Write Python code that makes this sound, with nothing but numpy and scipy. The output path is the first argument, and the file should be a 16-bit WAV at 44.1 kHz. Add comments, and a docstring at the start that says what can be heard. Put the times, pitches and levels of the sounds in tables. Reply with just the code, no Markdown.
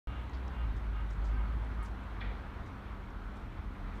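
"""A wide, muddy building site. A far diesel engine drones, sags under load and fades into the rumble of plant and traffic.
A motor hums, a distant machine rasps five times, and one steel clank echoes off the concrete.
Close by, grit crunches faintly underfoot."""
import sys
import numpy as np
from scipy import signal
from scipy.fft import rfft, irfft, next_fast_len
from scipy.io import wavfile
from scipy.ndimage import uniform_filter1d, map_coordinates

SR = 44100
rng = np.random.default_rng(int(sys.argv[2]) if len(sys.argv) > 2 else 0)


def unload_wav(signal):
    """Save mono or channel-first audio to the path in sys.argv[1] as 16-bit WAV at rate SR, clipped to [-1, 1]."""
    wavfile.write(
        sys.argv[1],
        SR,
        np.round(np.clip(np.atleast_2d(signal).T, -1, 1) * 32767).astype(np.int16),
    )


N = 176400

# diesel exhaust: (s, firing rate Hz, level dB)
ENGINE = [(.08, 60.5, -40), (.27, 60.5, -41.5), (.44, 64.03, -36.5), (.55, 62.3, -40), (.65, 55.8, -28.5), (.72, 54.3, -35), (.84, 54.25, -37.5), (.92, 53.05, -33),
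          (1.04, 51.4, -35), (1.2, 50.25, -32.5), (1.35, 51.57, -29.5), (1.5, 53.96, -33), (1.65, 54.83, -38), (1.8, 53.9, -34.5), (2.02, 52.93, -49.5), (2.27, 49.1, -34.5), (2.5, 46.05, -52.5), (4, 42.3, -44)]
OVERTONES = [(2, -18), (3, -30.5)]  # (multiple of the firing rate, dB)
ENGINE_DB, ENGINE_JITTER, ENGINE_FLUTTER_DB = -1.5, 0.01, 0.34
# plant and traffic, low part: (Hz, dB per Hz) and (s, level dB)
RUMBLE = [(20, -23), (30, -11.5), (40, 1.5), (52, 0), (65, -2), (80, -5), (100, -8), (125, -12.5), (170, -18), (270, -16), (450, -30.5), (900, -63.5)]
RUMBLE_LEVEL = [(0, -42.5), (.7, -42.5), (1.7, -42), (2.3, -43.5), (2.7, -43.5), (4, -43)]
# the wash of the town: (Hz, dB per Hz) and (s, level dB)
WASH = [(100, -21), (300, 1.5), (500, -1), (750, 0.5), (1000, 2), (1400, 0.5), (1800, -5), (2200, -7), (2700, -13), (3400, -15), (4300, -21), (4900, -27.5), (5600, -28.5), (7500, -37), (9500, -37), (10400, -53), (11500, -39.5), (15000, -53)]
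WASH_LEVEL = [(0, -51.5), (1.2, -51.5), (2.3, -51), (3, -52.5), (3.7, -53), (4, -50.5)]
HUM_HZ, HUM_DB, HUM_DRIFT, HUM_FLUTTER_DB = 196, -57.5, 0.008, 2
# strokes of the rasping machine: (middle s, half length s, level dB, treble dB)
RASPS = [(0.148, 0.11, -56.5, -0.5), (0.6, 0.073, -56.5, -1.5), (0.977, 0.052, -55, -4), (1.387, 0.079, -55, -12), (1.826, 0.04, -51.5, -14)]
RASP_BODY = [(910, 59, -4), (1236, 44, -1.5), (1560, 41, -4), (1870, 91, -13), (2190, 62, -8.5), (2480, 94, -13.5)]  # (Hz, width Hz, dB)
RASP_TREBLE = [(2500, 120, -5), (2820, 97, 0.5), (3150, 260, -4.5), (3460, 160, -6)]  # (Hz, width Hz, dB)
RASP_BODY_DB, RASP_TREBLE_DB = -3, -7.5
WHINE_HZ, WHINE_DB, WHINE_DRIFT, WHINE_BLUR = 312.6, -2, 0.00203, .5  # blur: phase scatter in radians
WHINE_BODY = [(3, -11), (4, 1), (5, -4.5), (6, -14), (7, -12.5), (8, -14)]  # (multiple of the pitch, dB)
WHINE_TREBLE = [(9, -4.5), (10, -16), (11, -17)]  # (multiple of the pitch, dB)
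# steel struck far away: (s, level dB, centre of the modes it excites Hz)
CLANKS = [(2.206, -49.5, 3500), (2.212, -40.5, 2040)]
STEEL = [(1390, -4, .2), (1550, -5, .15), (1906, -2, 0.15), (2100, -8, .1), (2334, -3.5, 0.11), (2390, -7, .12), (2950, -7, .08), (3260, -3.5, .08), (3410, 0, .09), (3600, -6, .07), (3900, -5, .07), (4200, -13, .06)]  # (Hz, dB, t60 s)
CLANK_ATTACK_S, CLANK_BLUR = 0.0033, 0.51  # blur: phase scatter in radians
CLANK_FALLOFF_DB = 30  # how much weaker a mode rings an octave from the centre
CRASH_DB, CRASH_T60_S, CRASH_OCTAVES = -2.5, 0.09, .3
ECHO_DB, ECHO_DELAY_S, ECHO_RISE_S, ECHO_T60_S, ECHO_WIDTH_HZ = -7, 0.02, 0.017, 0.45, 200
# dull knocks after the clank: (s, level dB)
KNOCKS = [(2.228, -47), (2.3, -48), (2.402, -55)]
KNOCK_HZ, KNOCK_OCTAVES, KNOCK_RISE_S, KNOCK_T60_S = 515, 0.25, 0.0064, 0.21
# crunches of grit: (s, level dB, t60 s, centre Hz)
CRUNCHES = [(.329, -54.5, 0.18, 3700), (.76, -61, 0.081, 5500), (1.1, -60.5, 0.14, 5540), (1.241, -59.5, 0.21, 4970), (1.826, -59, 0.094, 8800), (1.846, -56, 0.12, 5450),
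            (2.658, -61, 0.08, 5500), (3.35, -70.5, 0.27, 6000), (3.95, -68, 0.18, 5460)]
CRUNCH_RISE_S, GRIT_OCTAVES, GRAINS_PER_S = 0.0091, 0.46, 3500
# single stones clicking: (s, peak dB, Hz)
TICKS = [(0.2963, -58.5, 6200), (0.4804, -53, 5900), (1.1094, -53, 5800), (1.13, -64, 8000), (1.218, -56, 3900), (1.2445, -60, 6500), (1.6494, -65, 7560), (1.83, -53, 8900), (1.85, -58, 9500), (2.0376, -66, 7450), (3.105, -61, 6004)]
TICK_T60_S, TICK_OCTAVES = 0.0076, 0.18
LOOSE_GRIT_DB, LOOSE_PER_S, LOOSE_HZ = -92.5, 50, 6000
START_S = .072  # fixed
TOP_HZ = 15500  # fixed


def amp(db):
    """Decibels to gain."""
    return 10 ** (np.asarray(db) / 20)


def unit(x):
    """Scale to rms 1."""
    return x / np.sqrt(np.mean(x ** 2) + 1e-20)


def clock():
    """Seconds at every sample."""
    return np.arange(N) / SR


def curves(rows):
    """One value per sample for each column after the time."""
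    s, *cols = np.transpose(rows)
    return [np.interp(clock(), s, c) for c in cols]


def wobble(rate):
    """A smooth random curve, rate knots a second."""
    return map_coordinates(rng.standard_normal(1024), [clock() * rate + 2], mode="wrap")


def filtered(x, response):
    """x times a response of frequency."""
    m = next_fast_len(N + 8192)
    return irfft(rfft(x, m) * response(np.fft.rfftfreq(m, 1 / SR)), m)[:N]


def rush(spectrum, patchy_db):
    """Noise of rms 1 with a given colour and patches of random gain."""
    z = signal.stft(rng.standard_normal(N), nperseg=512)[2]
    field = uniform_filter1d(uniform_filter1d(rng.standard_normal(z.shape), 6, 0), 14, 1)
    x = signal.istft(z * amp(patchy_db * unit(field)), nperseg=512)[1][:N]
    hz, db = np.transpose(spectrum)
    return unit(filtered(x, lambda f: amp(np.interp(np.log(f + 1), np.log(hz), db)) * f / np.hypot(f, 10)))


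def ringing(modes):
    """Noise of rms 1 ringing in (Hz, width, dB) resonances."""
    power = lambda f: sum(np.abs(amp(db) * f * w / (c * c - f * f + 1j * f * w)) ** 2 for c, w, db in modes)
    top = max(c for c, w, db in modes)
    return unit(filtered(rng.standard_normal(N), lambda f: np.sqrt(power(f) / (1 + (f / (1.02 * top)) ** 12))))


def band(x, hz, octaves):
    """A bell-shaped band of x, rms 1."""
    return unit(filtered(x, lambda f: np.exp(-.5 * (np.log2((f + 1) / hz) / octaves) ** 2)))


def burst(start, rise, t60):
    """A quick rise and an exponential fall."""
    t = np.maximum(clock() - start, 0)
    return (1 - np.exp(-t / rise)) * amp(-60 * t / t60)


def grains(rate):
    """Random impulses of random size, rate a second."""
    return (rng.random(N) < rate / SR) * rng.standard_normal(N)


def diesel():
    """The exhaust note of a far engine: almost only its firing rate arrives."""
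    hz, db = curves(ENGINE)
    phase = 2 * np.pi * np.cumsum(hz * (1 + ENGINE_JITTER * wobble(14))) / SR
    note = np.sin(phase) + sum(amp(level + 1.3 * wobble(7.03)) * np.sin(round(k) * phase) for k, level in OVERTONES)
    return np.sqrt(2) * note * amp(ENGINE_DB + db + ENGINE_FLUTTER_DB * wobble(16))


def background():
    """Low rumble of plant and traffic under the broad wash of the town."""
    rumble = amp(curves(RUMBLE_LEVEL)[0]) * rush(RUMBLE, patchy_db=0.78)
    wash = amp(curves(WASH_LEVEL)[0] + 0.46 * wobble(12)) * rush(WASH, patchy_db=1.07)
    return rumble + wash


def motor():
    """A steady hum that wavers on its way through the air."""
    phase = 2 * np.pi * np.cumsum(HUM_HZ * (1 + HUM_DRIFT * wobble(9))) / SR
    return np.sqrt(2) * amp(HUM_DB + HUM_FLUTTER_DB * wobble(6)) * np.sin(phase)


def rasping():
    """Each stroke is a buzzing whine on one pitch with scraping noise around it; the later ones are duller."""
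    phase = 2 * np.pi * np.cumsum(WHINE_HZ * (1 + WHINE_DRIFT * wobble(12))) / SR
    whine = lambda partials: sum(amp(WHINE_DB + db + 1.5 * wobble(24.9)) * np.sin(round(k) * phase + WHINE_BLUR * wobble(50.2)) for k, db in partials)
    body = whine(WHINE_BODY) + amp(RASP_BODY_DB) * ringing(RASP_BODY)
    treble = whine(WHINE_TREBLE) + amp(RASP_TREBLE_DB) * ringing(RASP_TREBLE)
    return sum(amp(db) * np.exp(-np.abs((clock() - s) / half) ** 3) * (body + amp(treble_db) * treble)
               for s, half, db, treble_db in RASPS)


def clank():
    """A double contact of steel: each rings the modes near its own pitch, and the walls smear them into an echo."""
    out = np.zeros(N)
    for s, db, centre in CLANKS:
        modes = [(hz, level - CLANK_FALLOFF_DB * np.log2(hz / centre) ** 2, t60) for hz, level, t60 in STEEL]
        ring = sum(amp(level) * burst(s, CLANK_ATTACK_S, t60) * np.sin(2 * np.pi * hz * clock() + CLANK_BLUR * wobble(120)) for hz, level, t60 in modes)
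        crash = amp(CRASH_DB) * burst(s, CLANK_ATTACK_S, CRASH_T60_S) * band(rng.standard_normal(N), centre, CRASH_OCTAVES)
        echo = amp(ECHO_DB) * burst(s + ECHO_DELAY_S, ECHO_RISE_S, ECHO_T60_S) * ringing([(hz, ECHO_WIDTH_HZ, level) for hz, level, t60 in modes])
        out += amp(db) * (ring + crash + echo)
    return out


def grit():
    """Short crunches, single stones and a sparse scatter of loose grains."""
    out = amp(LOOSE_GRIT_DB) * band(grains(LOOSE_PER_S), LOOSE_HZ, GRIT_OCTAVES)
    for s, db, t60, hz in CRUNCHES:
        out += amp(db) * burst(s, CRUNCH_RISE_S, t60) * band(grains(GRAINS_PER_S), hz, GRIT_OCTAVES)
    for s, db, hz in TICKS:
        tick = burst(s, .0002, TICK_T60_S) * band(rng.standard_normal(N), hz, TICK_OCTAVES)
        out += amp(db) * tick / np.abs(tick).max()
    return out


def knocks():
    """Soft, dull knocks as the struck piece settles."""
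    return band(rng.standard_normal(N), KNOCK_HZ, KNOCK_OCTAVES) * sum(amp(db) * burst(s, KNOCK_RISE_S, KNOCK_T60_S) for s, db in KNOCKS)


def scene():
    """Everything heard from one spot on the site."""
    return (diesel() + background() + motor() + rasping() + clank() + knocks() + grit())[None]


def record(dry):
    """The sound begins after an instant of silence and has nothing above the band limit."""
    return filtered(dry[0] * (clock() > START_S), lambda f: f < TOP_HZ)[None]


dry = scene()
out = record(dry)
unload_wav(out)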